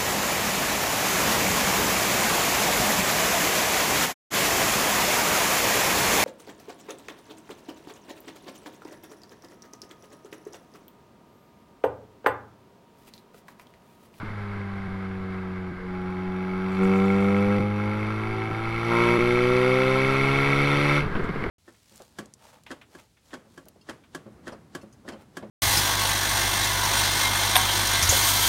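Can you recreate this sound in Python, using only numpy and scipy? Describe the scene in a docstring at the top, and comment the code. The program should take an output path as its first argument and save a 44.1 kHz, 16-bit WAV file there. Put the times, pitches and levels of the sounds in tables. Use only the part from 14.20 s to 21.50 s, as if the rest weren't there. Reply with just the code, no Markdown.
"""Turbo four-cylinder at the tailpipes

Heard from the rear bumper over tyre roar and wind, the car cruises, takes some throttle, eases off,
then pulls hard, skipping a firing now and then. Firing pulses hum through the exhaust's resonances;
their fronts buzz and the gas behind them rasps. When the throttle shuts, the exhaust burbles and cracks."""
import sys
import numpy as np
from scipy import signal
from scipy.fft import rfft, irfft
from scipy.io import wavfile
from scipy.ndimage import uniform_filter1d

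SR = 44100
rng = np.random.default_rng(int(sys.argv[2]) if len(sys.argv) > 2 else 0)


def wav_out(sig):
    """Save sig, one row per channel (or a flat mono array), as 16-bit PCM at SR to the path in sys.argv[1]."""
    wavfile.write(sys.argv[1], SR, np.round(np.clip(np.atleast_2d(sig).T, -1, 1) * 32767).astype(np.int16))


N = 321930
TIME = np.arange(N) / SR


def from_db(db):
    """Decibels to gain."""
    return 10 ** (np.asarray(db) / 20)


def unit_power(x):
    """Scale to an RMS of one."""
    return x / np.sqrt(np.mean(x ** 2) + 1e-20)


def automation(rows):
    """One curve for each value column of a breakpoint table."""
    times, *columns = np.transpose(rows)
    return [np.interp(TIME, times, column) for column in columns]


def drift(rate_hz):
    """Random modulation, gliding between values of unit spread."""
    knots = rng.standard_normal(N // 40)
    return np.interp(TIME * rate_hz, np.arange(len(knots)), knots)


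def burst(start, decay_s):
    """Instant attack, exponential decay."""
    age = TIME - start
    return (age >= 0) * np.exp(-np.clip(age / decay_s, 0, 40))


def gate(start, end, edge_s=.015):
    """1 between the two times, 0 outside, with soft edges."""
    return .5 * (np.tanh((TIME - start) / edge_s) - np.tanh((TIME - end) / edge_s))


def peaks_db(hz, resonances):
    """Resonant peaks and notches."""
    return sum(db / (1 + (2 * (hz - centre) / width) ** 2) for centre, width, db in resonances)


def eq_db(hz, slope, resonances=()):
    """An EQ curve: a broad slope with resonances on it."""
    slope_hz, slope_db = np.transpose(slope)
    return np.interp(np.log(hz + 1e-9), np.log(slope_hz), slope_db) + peaks_db(hz, resonances)


def colour(x, slope, resonances=(), size=8192):
    """Minimum-phase EQ at unit power gain: the curve sets only the tone."""
    hz = np.arange(size // 2 + 1) * SR / size
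    cepstrum = irfft(np.log(from_db(eq_db(hz, slope, resonances))))
    impulse = irfft(np.exp(rfft(2 * cepstrum[:size // 2], size)))[:size // 2]
    return signal.oaconvolve(x, impulse / np.linalg.norm(impulse))[:N]


def driven_db(law, throttle, revs):
    """Level from a drive law: (base [dB], gain at full throttle [dB], gain with revs [dB/octave])."""
    base_db, throttle_db, octave_db = law
    return base_db + throttle_db * throttle + octave_db * revs


# Tone of the tyre roar: (frequency [Hz], level [dB])
TYRE_EQ = [(100, -23), (300, -3.5), (550, -1), (800, -3), (1100, 4), (1400, 0.5), (1600, 5.5), (1800, -5.5),
           (2150, 2), (2450, -13.5), (3000, -15.5), (4700, -22), (6500, -35.5), (10000, -36), (12500, -41),
           (14000, -44)]
# Tone of the wind rumble: (frequency [Hz], level [dB])
WIND_EQ = [(12, -0.5), (27, -4.5), (50, -10), (100, -9.5), (200, -16.5), (500, -24.5), (2000, -77)]


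def road(revs, flutter_db, gust_db, cruise_db=-42.5):
    """Tyres roar on asphalt and the wake buffets the bumper, both rising with the revs in one gear."""
    tyre_db = cruise_db + 11.2 * revs + flutter_db * drift(25)
    tyres = from_db(tyre_db) * colour(rng.standard_normal(N), TYRE_EQ)
    wind_db = cruise_db + 16.5 * revs - gust_db * drift(29)
    wind = from_db(wind_db) * colour(rng.standard_normal(N), WIND_EQ)
    whine = from_db(-81.5) * np.sin(2 * np.pi * 6800 * TIME)   # faint and steady
    return tyres + wind + whine


# Fader ride of the gurgle: (time [s], level [dB])
GURGLE_LEVEL = [(0, -90), (6.75, -90), (6.82, -28.5), (6.92, -40), (6.97, -33), (7.1, -34.5), (7.2, -37),
                (7.3, -45)]
# Hollow tone of the burbling silencer: (frequency [Hz], level [dB])
BURBLE_EQ = [(60, -21), (170, 6), (260, 0.5), (420, 4), (520, -5), (700, -11.5), (1300, -6.5), (3000, -25),
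             (8000, -57)]


def gurgle(lumpy_db):
    """Unburnt gas bubbles in the silencer once the throttle shuts."""
    level_db, = automation(GURGLE_LEVEL)
    return colour(from_db(level_db + lumpy_db * drift(70)) * rng.standard_normal(N), BURBLE_EQ)


def firing_strength(firings, alternate_db, scatter_db):
    """Strong and weak firings take turns, each with a random accent."""
    index = np.floor(firings).astype(int)
    accents = rng.standard_normal(N // 100)
    return from_db(alternate_db * (-1.) ** index + scatter_db * accents[index])


def puffs(firings, decay, floor, alternate_db, scatter_db):
    """Turbulence flares over a steady floor as each exhaust valve opens; decay is in firing periods."""
    flare = np.exp(-(firings % 1) / decay) * firing_strength(firings, alternate_db, scatter_db)
    return unit_power((floor + flare) * rng.standard_normal(N))


def fronts(firings, alternate_db, scatter_db):
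    """One steep pressure front per firing, placed between samples."""
    fired = np.diff(np.floor(firings), prepend=0) > 0
    split = np.clip((firings % 1) / np.gradient(firings), 0, 1)
    strength = fired * firing_strength(firings, alternate_db, scatter_db)
    return unit_power(strength * (1 - split) + np.roll(strength * split, -1))


# Sizzle cues, at part throttle and on the overrun: (start [s], length [s], level [dB])
SIZZLE_CUES = [(2.458, 0.8, -64), (7.03, 0.029, -61)]
# Thin, bright tone of the sizzle: (frequency [Hz], level [dB])
SIZZLE_EQ = [(3000, -28), (5500, -14), (6800, 7), (8300, 7), (9300, -21), (12500, -2), (14500, -18)]


def sizzle(firings, spit_db):
    """Fine ticks between the firings; each cue swells and fades in an arch, spitting unevenly."""
    level = 0
    for start, length_s, db in SIZZLE_CUES:
        progress = np.clip((TIME - start) / length_s, 0, 1)
        level += from_db(db) * np.sqrt(np.abs(np.sin(np.pi * progress)))
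    ticks = puffs(firings + .5, decay=.08, floor=.1, alternate_db=1, scatter_db=3)
    return colour(level * from_db(spit_db * drift(45)) * ticks, SIZZLE_EQ)


# Gas flow through the turbo and tailpipes: (time [s], level [dB])
FLOW_LEVEL = [(0, -23), (.65, -23.5), (1.49, -26), (1.59, -36), (1.75, -21), (2.1, -20), (2.5, -14.5),
              (2.66, -9.5), (3.37, -10), (3.5, -16), (3.62, -12.5), (4.35, -11.5), (4.62, -6), (4.82, 0),
              (5.04, -3), (6.78, 1), (6.89, -22), (7.3, -22)]
# Tailpipe resonances and notches: (frequency [Hz], width [Hz], gain [dB])
PIPE_MODES = [(842, 39, 5.5), (1065, 68, 1.5), (1344, 142, 10.5), (1507, 41, -15), (1680, 150, 4),
              (1715, 76, -18.5), (2224, 220, 11.5), (2530, 110, -7), (2573, 150, 14.5), (2805, 84, -5.5),
              (3600, 270, 4.5), (3846, 59, -43), (4400, 49, -8), (4720, 160, 9), (5280, 115, -17),
              (5590, 240, 11.5), (6130, 240, 8.5), (6650, 770, -8.5), (9820, 590, 13.5), (11120, 730, 15),
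              (12100, 500, 8)]
# Tone of each layer going into the pipe: (frequency [Hz], level [dB])
BUZZ_EQ = [(500, -21.5), (800, 0), (950, 14), (1150, 12), (1350, 10.5), (2200, 0), (4000, -25.5),
           (9000, -39.5)]
RUSH_EQ = [(100, -24), (300, -5), (600, -4.5), (1100, 3.5), (1600, 0.5), (2100, -11), (4000, -16),
           (9000, -52)]
RING_EQ = [(900, -38.5), (1700, -1), (2150, 4), (2500, -8.5), (3200, -10.5), (6000, -42)]
RASP_EQ = [(500, -9), (1200, -10), (1900, 5), (2500, -2), (3200, -2), (4200, -3.5), (5000, -21),
           (6500, -25), (8000, -25), (11000, -61), (15000, -67)]
JET_EQ = [(2000, -35), (4000, 13), (5500, 11.5), (7000, 9), (8300, 4.5), (10500, -1), (12500, -6),
          (14500, -20)]
# Drive laws of the layers, added to the flow level
RUSH_LAW, RING_LAW, RASP_LAW, JET_LAW = (-25.5, 1.33, -10), (-35, 6.15, -3), (-36, 2, 6.7), (-53.5, 5.5, 1)
STEEPNESS_LAW = (-9, 10, -9.5)   # steeper fronts tip the balance from rush to buzz
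SURGE_S = (4.69, 4.98)   # the boost overshoots as the throttle is floored, and the exhaust growls


def tailpipe(firings, throttle, revs, load):
    """Pressure fronts buzz and ping in the pipe; the gas behind rushes, rasps and leaves as a hiss."""
    flow_db, = automation(FLOW_LEVEL)
    laws = RUSH_LAW, RING_LAW, RASP_LAW, JET_LAW
    gas_gain, ring_gain, rasp_gain, jet_gain = (
        from_db(flow_db + driven_db(law, throttle, revs)) for law in laws)
    steepness = from_db(driven_db(STEEPNESS_LAW, throttle, revs))
    rush_gain = gas_gain / np.sqrt(1 + steepness ** 2)   # fronts and turbulence share the power
    buzz_gain = rush_gain * steepness * from_db(1.3 * gate(*SURGE_S) - 1.5)
    erratic = 1 - .65 * load   # firings are more alike under boost
    buzz = buzz_gain * fronts(firings, alternate_db=2.2, scatter_db=1)
    rush = rush_gain * puffs(firings, decay=.35, floor=.45, alternate_db=.8, scatter_db=1)
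    pings = ring_gain * from_db(-4.5) * fronts(firings, alternate_db=1.3 * erratic,
                                               scatter_db=3.3 * erratic)
    ring = ring_gain * puffs(firings, decay=.19, floor=.16, alternate_db=5.5, scatter_db=.57 * erratic)
    rasp = rasp_gain * puffs(firings, decay=.4, floor=.46, alternate_db=1.2, scatter_db=1.8 * erratic)
    jet = jet_gain * puffs(firings, decay=.48, floor=1, alternate_db=3, scatter_db=2.5 * erratic)
    layers = [(buzz, BUZZ_EQ), (rush, RUSH_EQ), (pings + ring, RING_EQ), (rasp, RASP_EQ), (jet, JET_EQ)]
    return sum(colour(layer, eq, PIPE_MODES) for layer, eq in layers)


# Skipped firings: (time [s], depth of the dip [0-1], thump level [dB])
SKIP_CUES = [(0.028, .5, -35), (0.092, 0.1, -38), (0.683, 0.2, -50), (1.514, 0.1, -39), (3.396, 0.33, -29),
             (4.297, 0.45, -26.5), (4.984, 0.34, -24.5)]


def stumbles(dip_s, slip_firings, slip_s):
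    """At each skip the engine ducks for about one firing and falls behind; returns gain and lag."""
    gain, lag = 1, 0
    for time, depth, _ in SKIP_CUES:
        age = TIME - time
        gain *= 1 - np.clip(depth, 0, 1) * np.exp(-np.minimum((age / dip_s) ** 2, 20))
        lag += slip_firings * (.5 + .5 * np.tanh(age / slip_s))
    return gain, lag


# Pops on the shut throttle: (time [s], thump level [dB], crack level [dB])
POP_CUES = [(6.953, -18, -28), (6.967, -27, -36), (6.994, -22, -36), (7.03, -33, -44), (7.053, -35, -28),
            (7.091, -23, -25), (7.159, -25.5, -32), (7.223, -24.5, -37), (7.239, -22, -18),
            (7.261, -24, -42)]
# Boom of a pop in the silencer: (frequency [Hz], width [Hz], gain [dB])
BOOM_MODES = [(193, 58, 7.5), (430, 200, 3.5)]
# Dull tone of a skip's thump: (frequency [Hz], level [dB])
THUMP_EQ = [(50, -31), (130, -13), (220, -14), (400, -19), (700, -60), (1500, -43), (5000, -69)]


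def afterfire(skip_s, thump_s, crack_s, shock_db):
    """Skips and pops thump the silencer; pops also crack in the tailpipe."""
    skips = sum(from_db(db) * burst(time, skip_s) for time, _, db in SKIP_CUES)
    thumps = sum(from_db(db) * burst(time, thump_s) for time, db, _ in POP_CUES)
    cracks = sum(from_db(db) * burst(time, crack_s) for time, _, db in POP_CUES)
    gas = rng.standard_normal(N)
    body = colour(skips * gas, THUMP_EQ) + colour(thumps * gas, BURBLE_EQ, BOOM_MODES)
    shocks = np.maximum(np.diff(cracks, prepend=0), 0)   # each crack starts with a steep front
    return body + colour(cracks * gas + from_db(shock_db) * shocks, RING_EQ, PIPE_MODES)


# Broad tone of the silencer: (frequency [Hz], level [dB])
SILENCER_EQ = [(40, -24), (130, -17), (400, -15), (700, -21.5), (1200, 3), (3000, -69), (8000, -108)]
# Silencer resonances: (frequency [Hz], width [Hz], gain [dB])
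SILENCER_MODES = [(180.2, 92, 21), (365, 106, 17), (382, 15, 15), (499, 72, 17.5), (616, 72, 12.5),
                  (770, 144, 9)]
IMBALANCE_LAW = (-63, 13.4, 23)


def cylinder_growl(firings, firing_hz, throttle, revs, smear, flutter):
    """Imbalance between the cylinders sounds half orders through the silencer."""
    imbalance_db = driven_db(IMBALANCE_LAW, throttle, revs) + 6.5 * gate(*SURGE_S)
    growl = 0
    for order in np.arange(1, 7) + .5:
        level_db = imbalance_db + eq_db(order * firing_hz, SILENCER_EQ, SILENCER_MODES)
        lag = smear * order ** 2   # the ringing silencer spreads the imbalance over the cycle
        partial = np.sin(2 * np.pi * (order * firings - lag))
        growl += from_db(level_db) * partial * (1 + flutter * drift(30))
    return np.sqrt(2) * growl


# Drive laws of firing orders 1 to 9: (base [dB], gain at full throttle [dB], gain with revs [dB/octave])
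ORDER_LAWS = [(-40, 1, 19), (-51, 17, 1), (-58, 19.5, -2.9), (-64, 23, -4.5), (-79.5, 39.5, -20.5),
              (-80.5, 31, -22), (-69.5, 6.5, 8), (-70, 15.5, 16.5), (-76, 20.5, -6)]
# Standing waves of the long exhaust line: (frequency [Hz], width [Hz], gain [dB])
EXHAUST_MODES = [(102, 11.1, 8), (195, 47.3, 16), (220.6, 18, -8.5), (370.6, 90, 17), (441, 22, -8.5),
                 (522.7, 89, 22), (547, 40, -24), (612, 157, 8), (693, 41, 5), (771, 49, 13.5),
                 (825, 74, 16), (1047, 50, 15)]
# Moments when one order sings out or sinks back: (start [s], end [s], order, gain [dB])
ORDER_RIDES = [(0, .66, 3, -3), (0, 0.45, 4, 6), (0.698, 1.482, 5, 9.5), (1.54, 2.683, 1, -3.5),
               (1.577, 1.675, 5, 20.5), (1.678, 2.58, 9, 5), (2.95, 3.4, 7, 7), (4.046, 4.597, 7, 3.5),
               (4.68, 4.977, 8, 18), (4.69, 4.98, 9, 12.5)]


def exhaust_note(firings, firing_hz, throttle, revs, load, smear, flutter):
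    """Harmonics of the firing rate, each swelling as it crosses a resonance of the exhaust."""
    note = 0
    for order, law in enumerate(ORDER_LAWS, 1):
        ride_db = sum(db * gate(start, end) for start, end, which, db in ORDER_RIDES if which == order)
        level_db = driven_db(law, throttle, revs) + peaks_db(order * firing_hz, EXHAUST_MODES) + ride_db
        lag = (1 - load) * (smear * order ** 2 % 1)   # soft pulses smear; boost lines the orders up
        partial = np.sin(2 * np.pi * (order * firings - lag))
        note += from_db(level_db) * partial * (1 + flutter * drift(50))
    return np.sqrt(2) * note


def fuel_cut(throttle, shut_db=-22.5, knee=.066):
    """Gain that collapses the note over a tenth of a second as the throttle shuts."""
    return from_db(uniform_filter1d(shut_db * np.exp(-throttle / knee), size=SR // 10))


# Engine speed: (time [s], firing rate [Hz])
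FIRING_RATE = [(0, 105), (.25, 101.4), (.5, 98.6), (.75, 96), (1, 94.7), (1.5, 92), (1.8, 91.8),
               (2.3, 93.1), (2.55, 94.5), (2.76, 96.3), (3.22, 100.4), (3.68, 104.3), (4.14, 108.6),
               (4.6, 114.4), (5.06, 120.5), (6.44, 141.8), (6.8, 146.3), (7.3, 143)]
# Engine load: (time [s], load [0 = part throttle, 1 = full boost])
ENGINE_LOAD = [(0, 0), (3.9, 0), (4.72, 1), (7.3, 1)]
# The driver's foot: (time [s], throttle [0 = shut, 1 = floored])
PEDAL = [(0, 0.054), (.2, 0.1), (1.49, 0.2), (1.58, 0.077), (1.72, 0.25), (2.57, 0.44), (2.62, 0.83),
         (2.95, 0.77), (3.37, 0.78), (3.52, .51), (3.68, 0.6), (4.3, 0.52), (4.62, 0.47), (4.74, 0.9),
         (4.95, 0.95), (5.04, 0.86), (6.78, 0.87), (6.85, 0.022)]
CRUISE_HZ = 100


def scene():
    """Throttle and crank play the exhaust; pops and gurgle are cued on top, the road lies under it."""
    firing_hz, = automation(FIRING_RATE)
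    load, = automation(ENGINE_LOAD)
    throttle = np.clip(automation(PEDAL)[0], 0, 1)
    revs = np.log2(firing_hz / CRUISE_HZ)   # octaves above cruising speed
    skip_gain, skip_lag = stumbles(dip_s=.0045, slip_firings=.17, slip_s=.0047)
    firings = np.cumsum(firing_hz * (1 + .00095 * drift(35))) / SR - skip_lag   # phase, one per firing
    note = exhaust_note(firings, firing_hz, throttle, revs, load, smear=.23, flutter=.061)
    growl = cylinder_growl(firings, firing_hz, throttle, revs, smear=.23, flutter=.19)
    exhaust = (note + growl) * fuel_cut(throttle) + tailpipe(firings, throttle, revs, load)
    engine = exhaust * skip_gain + sizzle(firings, spit_db=4)
    pops = afterfire(skip_s=.03, thump_s=.012, crack_s=.00091, shock_db=4)
    return (engine + pops + gurgle(lumpy_db=2.5) + road(revs, flutter_db=.84, gust_db=2))[None]


def record(dry):
    """A steep low-pass takes off the very top."""
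    cutoff_hz = 14450
    return signal.sosfilt(signal.ellip(10, .2, 80, cutoff_hz, fs=SR, output="sos"), dry)


dry = scene()
out = record(dry)
wav_out(out)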